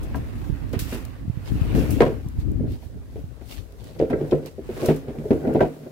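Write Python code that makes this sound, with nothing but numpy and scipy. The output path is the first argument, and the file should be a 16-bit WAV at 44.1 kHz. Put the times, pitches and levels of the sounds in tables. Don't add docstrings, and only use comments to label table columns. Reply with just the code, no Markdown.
import sys
import numpy as np
from scipy import signal
from scipy.fft import rfft, irfft, next_fast_len
from scipy.io import wavfile
from scipy.ndimage import uniform_filter1d

SR = 44100
rng = np.random.default_rng(int(sys.argv[2]) if len(sys.argv) > 2 else 0)


def generate_wav(sig):
    pcm = np.round(np.clip(np.atleast_2d(sig).T, -1, 1) * 32767).astype(np.int16)
    wavfile.write(sys.argv[1], SR, pcm)


N = 260719
TIME = np.arange(N) / SR
RING = np.arange(SR // 3) / SR

# (time [s], thud level [dB], thud centre [Hz], clatter level [dB],
# cavity boom level [dB], wheel clop level [dB], hop until the second landing [s])
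KNOCKS = [(0.147, -25, 263, -44, -28, -33.5, 0.019), (0.734, -18.5, 300, -33.5, -45, -35, 0.00379),
          (0.925, -19.5, 295, -34.5, -43, -36.5, 0.021), (1.751, -12, 287, -32.5, -24, -30, 0.029),
          (2.006, -0.5, 440, -21.5, -18.5, -16, 0.015), (2.063, -13.5, 430, -36, -21.5, -26, .008),
          (2.609, -18.5, 236, -65, -24, -55, 0.026), (2.822, -44, 247, -58, -60, -44.5, 0.014),
          (3.158, -29, 430, -53.5, -55, -44.5, 0.02), (3.412, -38, 370, -54, -60, -48, 0.0038),
          (4.0, -7, 433, -37, -19, -27.5, .024), (4.103, -17, 230, -39, -28, -26.5, 0.0075),
          (4.127, -10.5, 365, -57, -17.5, -37, .01), (4.213, -15, 330, -45, -24.5, -43, .012),
          (4.322, -6.5, 398, -37.5, -17.5, -25.5, .014), (4.429, -26, 410, -52, -43, -51, 0.023),
          (4.582, -24, 360, -66, -41, -59, .01), (4.691, -20, 398, -44.5, -60, -46, .008),
          (4.767, -26.5, 343, -47, -50, -50, .01), (4.83, -13.5, 460, -40, -25, -34, 0.014),
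          (4.886, -7, 335, -29, -9.5, -18, .018), (5.084, -19.5, 328, -46.5, -19.5, -41.5, 0.0097),
          (5.186, -23, 200, -47, -23.5, -56, 0.01), (5.255, -21, 440, -54, -42, -56, 0.0048),
          (5.307, -3.5, 320, -33.5, -31, -24.5, 0.0096), (5.439, -19.5, 340, -58, -42, -40, .012),
          (5.472, -9.5, 260, -41, -28, -24.5, 0.018), (5.549, -7.5, 360, -37, -19, -19, .012),
          (5.607, -6.5, 348, -30.5, -17, -10.5, 0.019), (5.833, -33, 237, -54, -60, -60, 0.021)]
# (pitch [Hz], level [dB], free t60 [s])
SHELL_MODES = [(191.7, -16, 0.45), (238.3, 2, 0.12), (269.8, -10.5, 0.41), (330, -10, 0.26),
               (364.8, -3.5, 0.15), (394.4, 0.5, 0.08), (437.4, -4, 0.2), (487.3, -7.5, 0.15),
               (529, -10, 0.2), (610.2, -8.5, 0.15)]
WHEEL_MODES = [(664, 10, 0.12), (741, 2.5, 0.12), (737.7, -0.5, 0.32), (823, -1.5, 0.1), (927, -5, 0.12),
               (930, -9.5, 0.27), (1003, -20, 0.23)]
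PANEL_MODES = [(988, 3, 0.26), (1081, -3, 0.48), (1220, -7, .1), (1360, 1.5, 0.25), (1553, -3, 0.097),
               (1562, 8.5, 0.091), (1620, -22, 0.02), (1850, -5, 0.51), (1953, 2.5, 0.16), (2240, -4, 0.18),
               (2485, -3, 0.057), (3300, -12, 0.077)]
# (time [s], level [dB])
TREAD_EFFORT = [(0.0, -50), (0.76, -52), (0.92, -45), (1.25, -57.5), (1.62, -46.5), (1.8, -42.5),
                (1.98, -46.5), (2.22, -55.5), (2.88, -64), (3.2, -61.5), (3.87, -64), (4.21, -54),
                (4.52, -64.5), (4.86, -43), (5.02, -55.5), (5.28, -61), (5.55, -50.5), (5.91, -64.5)]


def amp(db):
    return 10 ** (np.asarray(db) / 20)


def unit(x):
    return x / np.sqrt(np.mean(x ** 2) + 1e-20)


def follow(rows, column=1):
    rows = np.asarray(rows)
    return np.interp(TIME, rows[:, 0], rows[:, column])


def colour(x, points):
    hz, db = np.transpose(points)
    size = next_fast_len(x.shape[-1])
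    bins_hz = np.fft.rfftfreq(size, 1 / SR)
    gain = amp(np.interp(np.log(bins_hz + 1), np.log(hz), db))
    return unit(irfft(rfft(x, size) * gain, size)[..., :x.shape[-1]])


def noise(points, length=N):
    return colour(rng.standard_normal((2, length)), points)


def steady(x, span_s):
    width = int(span_s * SR) + 1
    power = uniform_filter1d(x ** 2, width)
    return x / np.sqrt(uniform_filter1d(power, width) + 1e-9)


def add(mix, s, sound):
    part = mix[:, max(round(s * SR), 0):][:, :sound.shape[1]]
    part += sound[:, :part.shape[1]]


def dying(t60):
    return np.exp(-np.log(1000) * RING / np.maximum(t60, 1 / SR))


def grains(per_s, spread_db):
    size = amp(spread_db * np.minimum(rng.exponential(1, N), 4))
    return size * rng.choice([-1, 1], N) * (rng.random(N) < per_s / SR)


def sand(points, per_s, spread_db, smooth):
    coarse = np.array([unit(grains(per_s, spread_db)) for side in range(2)])
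    return colour(coarse + smooth * rng.standard_normal((2, N)), points)


def shifting(x, depth_db):
    frames = dict(nperseg=512, noverlap=384)
    spectra = signal.stft(x, **frames)[2]
    patches = uniform_filter1d(rng.standard_normal(spectra.shape), 2, axis=1)
    patches = unit(uniform_filter1d(patches, 14, axis=2))
    return unit(signal.istft(spectra * amp(depth_db * patches), **frames)[1][:, :N])


def ring(modes, centre_hz, octaves, apart, bend, uneven_db=2):
    hz, db, t60 = np.transpose(modes)[:, :, None]
    spot, phase, load = rng.standard_normal((3, len(modes), 1))
    weight = amp(db + uneven_db * spot) / (1 + (np.log2(hz / centre_hz) / octaves) ** 2)
    waves = weight * np.exp((2j * np.pi * hz * (1 + bend * load) - np.log(1000) / t60) * RING)
    return np.array([(waves * np.exp(1j * side * apart * phase)).sum(0).imag for side in (-1, 1)])


def blow(wave, rise_s, lost_t60, kept):
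    attack = 1 - np.exp(-(RING / rise_s) ** 2)
    wave = wave * attack * (dying(lost_t60) + kept)
    return wave / abs(wave).max()


def outdoor_air():
    air_eq = [(40, 7), (200, -15), (600, 0), (1500, -11), (3000, -5), (6000, -8.5), (15000, -12)]
    return amp(-63.5) * noise(air_eq)


def yard(x, level_db=-17, t60=0.24, echoes_per_s=2000):
    taps = rng.standard_normal((2, len(RING))) * (rng.random((2, len(RING))) < echoes_per_s / SR)
    taps *= dying(t60) * (RING > .006)
    return x + amp(level_db) * signal.oaconvolve(x, taps / np.linalg.norm(taps[0]), axes=1)[:, :N]


def airflow(flutter_db=2.5, jolt_db=-24.5, jolt_rise_s=.02):
    gusts = [(0.0, -29.5, 3.5), (0.72, -33, -12), (1.17, -37.5, -6), (1.43, -37, -4.5), (1.55, -25, 5),
             (1.92, -25.5, 7.5), (2.22, -35, 6), (2.68, -24, 2.5), (2.81, -39.5, -8.5), (3.27, -37, 3.5),
             (3.36, -59.5, 39.5), (3.55, -52.5, 38), (3.68, -45.5, 11), (4.4, -40.5, -2), (4.55, -59.5, 28),
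             (4.68, -38.5, -2), (5.62, -49, 8), (5.74, -62, -5)]
    flutter = noise([(1, -10), (4, 0), (10, 0), (25, -40), (100, -100)])
    side_db = np.array([[.5], [-.5]]) * follow(gusts, column=2)
    power = amp(follow(gusts) + side_db + flutter_db * flutter) ** 2
    for s, db, *_ in KNOCKS:
        age = np.maximum(TIME - s, 0) / jolt_rise_s
        power += (amp(db + jolt_db) * age * np.exp(1 - age)) ** 2
    return 10 * np.log10(power)


def wind(level_db=1, eddy_db=-7, strong_db=-28, eddy_growth=1.91, lump_db=3):
    # (frequency [Hz], level [dB])
    rumble_eq = [(15, -17), (30, -28), (48, 2.5), (70, 0), (110, -3), (170, -19), (270, -14), (400, -29.5),
                 (700, -65.5), (2000, -106.5)]
    eddy_eq = [(50, -24), (110, 14), (190, 5.5), (300, 8.5), (450, -15.5), (800, -38), (2000, -44),
               (6000, -78)]
    port_db = airflow()
    rumble = steady(noise(rumble_eq), span_s=0.035)
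    lumps = noise([(5, -12), (15, 0), (45, 0), (120, -40), (400, -90)])
    eddies = steady(noise(eddy_eq) * amp(lump_db * lumps), span_s=0.37)
    shed_db = strong_db + eddy_growth * (port_db - strong_db)
    return amp(level_db + port_db) * rumble + amp(eddy_db + shed_db) * eddies


def puffs(level_db=-5, swell_s=0.003):
    hits = [(0.206, -15.5, -1), (0.428, -21.5, -23), (0.497, -8.5, -21), (0.525, -13, -10),
            (0.765, -15, -18), (0.822, -13.5, -4), (1.279, -12, 14), (1.298, -7.5, -19),
            (1.372, -12.5, -32), (1.518, -8, 14), (1.615, -2.5, 24), (1.837, -10.5, -7), (2.262, -16, -0.5),
            (2.386, -8.5, -24), (2.457, -15.5, 7), (2.557, -10.5, 21), (2.958, -23, 2), (3.24, -16, -14)]
    out = np.zeros((2, N))
    for (s, db, pan_db), size in zip(hits, rng.uniform(.75, 1.25, (len(hits), 2, 1))):
        age = RING / (swell_s * size)
        push = np.sin(2 * age) * age * np.exp(1 - age)
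        pan = unit(amp(np.array([[.5], [-.5]]) * pan_db))
        add(out, s, amp(db + level_db) * pan * push)
    return out


def sliding(dust_db=-15):
    # (time of the height [s], level [dB], build-up [s], fade [s])
    skids = [(0.46, -61.5, .15, 0.042), (0.94, -46, 0.068, 0.043), (1.48, -58, 0.04, 0.33),
             (1.77, -50, 0.014, 0.19), (1.94, -50.5, .05, 0.081), (2.405, -60, 0.019, .025),
             (2.72, -59, 0.028, .06), (2.85, -62.5, 0.04, 0.049), (3.18, -66, 0.09, 0.094),
             (3.521, -50, 0.041, .06), (3.87, -62, 0.1, 0.18), (4.32, -62, 0.24, 0.12),
             (4.47, -57.5, 0.021, 0.047), (4.865, -46, 0.085, 0.063), (5.32, -60.5, 0.23, 0.27),
             (5.6, -64, 0.18, 1)]
    power = amp(dust_db + follow(TREAD_EFFORT)) ** 2
    for s, db, build_s, fade_s in skids:
        swell = np.exp(np.minimum((TIME - s) / build_s, (s - TIME) / fade_s))
        power += (amp(db) * swell) ** 2
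    return np.sqrt(power)


def grit(scrape_db=6.0, crunch_db=4.5):
    grit_eq = [(500, -20), (1600, -1), (3000, 1.5), (5000, 1), (7000, -1), (10000, -2), (12000, 0),
               (15800, -2)]
    crunches = [(0.031, -48.5, 0.12, 4570), (0.155, -48.5, 0.15, 3500), (0.693, -49, 0.011, 6000),
                (0.729, -45.5, 0.07, 800), (.791, -34.5, 0.23, 800), (1.0507, -41, 0.025, 2500),
                (1.749, -44, 0.12, 1500), (1.905, -35.5, 0.15, 7100), (2.2865, -39, 0.009, 6500),
                (2.516, -48, 0.02, 6500), (3.723, -51, 0.016, 2000), (3.841, -49, 0.025, 2000),
                (3.878, -55, .03, 1500), (4.101, -51, 0.055, 3000), (4.46, -39, 0.022, 3000),
                (4.859, -31, 0.045, 4000), (4.961, -47.5, 0.092, 4000), (5.539, -40.5, 0.0084, 5000),
                (5.606, -48, 0.025, 1500)]
    splinters = sand(grit_eq, per_s=6000, spread_db=4, smooth=1)
    cracks = np.zeros((2, N))
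    for s, db, t60, low_hz in crunches:
        start = rng.integers(N - len(RING))
        burst = splinters[:, start:start + len(RING)] * dying(t60) * (1 - dying(0.0017))
        low_cut = signal.butter(2, low_hz, "high", fs=SR, output="sos")
        add(cracks, s, amp(db + crunch_db) * signal.sosfilt(low_cut, burst))
    scrape = shifting(sand(grit_eq, per_s=400, spread_db=2, smooth=1.2), depth_db=2.5)
    return amp(scrape_db) * sliding() * scrape + cracks


def scuffs_and_snaps():
    bursts = [(1.48, -41.5, 0.046), (2.416, -51, 0.042), (2.732, -50, 0.098), (2.83, -52, 0.028),
              (3.524, -42, 0.069), (3.588, -43, 0.041), (3.806, -49, 0.029), (3.876, -46, 0.072),
              (3.95, -53, 0.039), (3.994, -36, 0.0079), (4.315, -35.5, 0.0085), (4.473, -38.5, 0.028),
              (4.814, -39, 0.034)]
    contact_eq = [(300, 21), (700, 16), (1500, 3.5), (2600, 9.5), (4500, 7), (6500, -4), (10000, -10),
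                  (16000, -31)]
    envelope = sum(amp(db) * np.exp(-(2 * (TIME - s) / length) ** 2) for s, db, length in bursts)
    return envelope * shifting(sand(contact_eq, per_s=940, spread_db=5.0, smooth=0.45), depth_db=5.0)


def treads(level_db=1, grind_db=-6, hard_db=-45):
    # (frequency [Hz], level [dB])
    rasp_eq = [(200, -25.5), (500, 6), (1000, 3.5), (1900, -0.5), (2800, -7.5), (4500, -13.5), (8000, -37),
               (16000, -42)]
    grind_eq = [(900, -15), (1520, -18.5), (2050, -4.5), (2680, 3), (3300, -9), (6000, -32)]
    effort_db = follow(TREAD_EFFORT)
    rasp = shifting(sand(rasp_eq, per_s=900, spread_db=3.2, smooth=.8), depth_db=3.5)
    grind = shifting(sand(grind_eq, per_s=500, spread_db=3.5, smooth=.4), depth_db=4)
    grind_gain = amp(grind_db + np.minimum(effort_db - hard_db, 0))
    return amp(level_db + effort_db) * (rasp + grind_gain * grind)


def cavity(hz=151.7, t60=0.23):
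    return np.sin(2 * np.pi * hz * RING) * dying(t60)


def rolling(wheel_db=-12, panel_db=-24, cavity_db=-9, spots=8):
    push = [(0.0, -41.5), (0.17, -48), (0.86, -51.5), (1.35, -57), (1.7, -38.5), (1.92, -34), (2.13, -33.5),
            (2.33, -66.5), (2.6, -39), (2.82, -54), (3.7, -53.5), (4.16, -33.5), (4.42, -38.5),
            (4.58, -58.5), (4.82, -31), (5.03, -43), (5.53, -26), (5.72, -41)]
    out = np.zeros((2, N))
    for _ in range(spots):
        shell = ring(SHELL_MODES, 420, octaves=.9, apart=.25, bend=.04)
        wheel = ring(WHEEL_MODES, 720, octaves=1.4, apart=.8, bend=.04)
        panels = ring(PANEL_MODES, 1500, octaves=2, apart=1.3, bend=.04)
        plastic = unit(shell) + amp(wheel_db) * unit(wheel) + amp(panel_db) * unit(panels)
        body = plastic * dying(.16) + amp(cavity_db) * unit(cavity())
        bump = blow(body, rise_s=0.0017, lost_t60=0.021, kept=1.0)
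        out += signal.oaconvolve(grains(per_s=45, spread_db=3.5)[None], bump, axes=1)[:, :N]
    return amp(follow(push)) * steady(unit(out), span_s=0.51)


def axle_clacks(level_db=1):
    slaps = [(0.1455, -25, 1040), (2.0053, -17.5, 1000), (2.021, -9.5, 1000), (2.065, -27.5, 974),
             (4.0002, -38, 950), (4.1, -30, 950), (4.132, -24, 1500), (4.3235, -26, 1060),
             (4.8615, -31.5, 1030), (4.904, -37, 1110), (5.316, -30, 1150), (5.473, -51, 1010),
             (5.5508, -34, 960), (5.5945, -30, 1670), (5.6056, -14.5, 990), (5.61, -22.5, 1590)]
    out = np.zeros((2, N))
    for s, db, hz in slaps:
        panels = ring(PANEL_MODES, hz, octaves=.5, apart=.9, bend=.02) * dying(.25)
        add(out, s, amp(db + level_db) * blow(panels, rise_s=0.00019, lost_t60=0.074, kept=1.0))
    return out


def landings(thud_db=-3, parts_db=-6.5, boom_db=-7, brighter=1.1):
    for s, db, hz, rattle_db, cavity_db, clop_db, hop_s in KNOCKS:
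        yield s, db, hz, rattle_db, cavity_db, clop_db
        yield (s + hop_s, db + thud_db, hz * brighter,
               rattle_db + parts_db, cavity_db + boom_db, clop_db + parts_db)


def wheel_knocks(boom_db=-2, wheel_db=3, clatter_db=6, snap_db=2):
    clatter_eq = [(400, -16), (800, 4), (1400, 5.5), (2400, 3.5), (3600, -4.5), (6000, -16), (10000, -21.5),
                  (16000, -32)]
    out = np.zeros((2, N))
    for s, db, hz, rattle_db, cavity_db, clop_db in landings():
        shell = ring(SHELL_MODES, hz, octaves=.6, apart=.15, bend=.03)
        wheel = ring(WHEEL_MODES, 740, octaves=1.5, apart=.35, bend=.03, uneven_db=2.5)
        hiss = noise(clatter_eq, len(RING))
        steps_db = 4 * rng.standard_normal(len(RING) // 128 + 1)
        chatter = np.repeat(amp(steps_db), 128)[:len(RING)]
        thud = blow(shell, rise_s=0.0027, lost_t60=0.031, kept=0.47)
        clop = blow(wheel * dying(.4), rise_s=0.0031, lost_t60=0.11, kept=1.9)
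        clatter = blow(hiss * chatter * dying(0.24), rise_s=0.00045, lost_t60=0.16, kept=0.94)
        snap = blow(hiss[:, ::-1], rise_s=0.0005, lost_t60=0.02, kept=0)
        add(out, s - .0015, amp(rattle_db + snap_db) * snap)
        add(out, s - .001, amp(rattle_db + clatter_db) * clatter)
        add(out, s - .0005, amp(db) * thud + amp(cavity_db + boom_db) * cavity())
        add(out, s + .001, amp(clop_db + wheel_db) * clop)
    return out


def scene():
    air = outdoor_air()
    ride = wheel_knocks() + axle_clacks() + rolling() + treads() + grit() + scuffs_and_snaps()
    return yard(ride) + wind() + puffs() + air


def record(dry, high_cut_hz=15850):
    high_cut = signal.firwin(401, high_cut_hz, window=("kaiser", 8), fs=SR)
    return signal.oaconvolve(np.clip(dry, -1, 1), high_cut[None], "same")


dry = scene()
out = record(dry)
generate_wav(out)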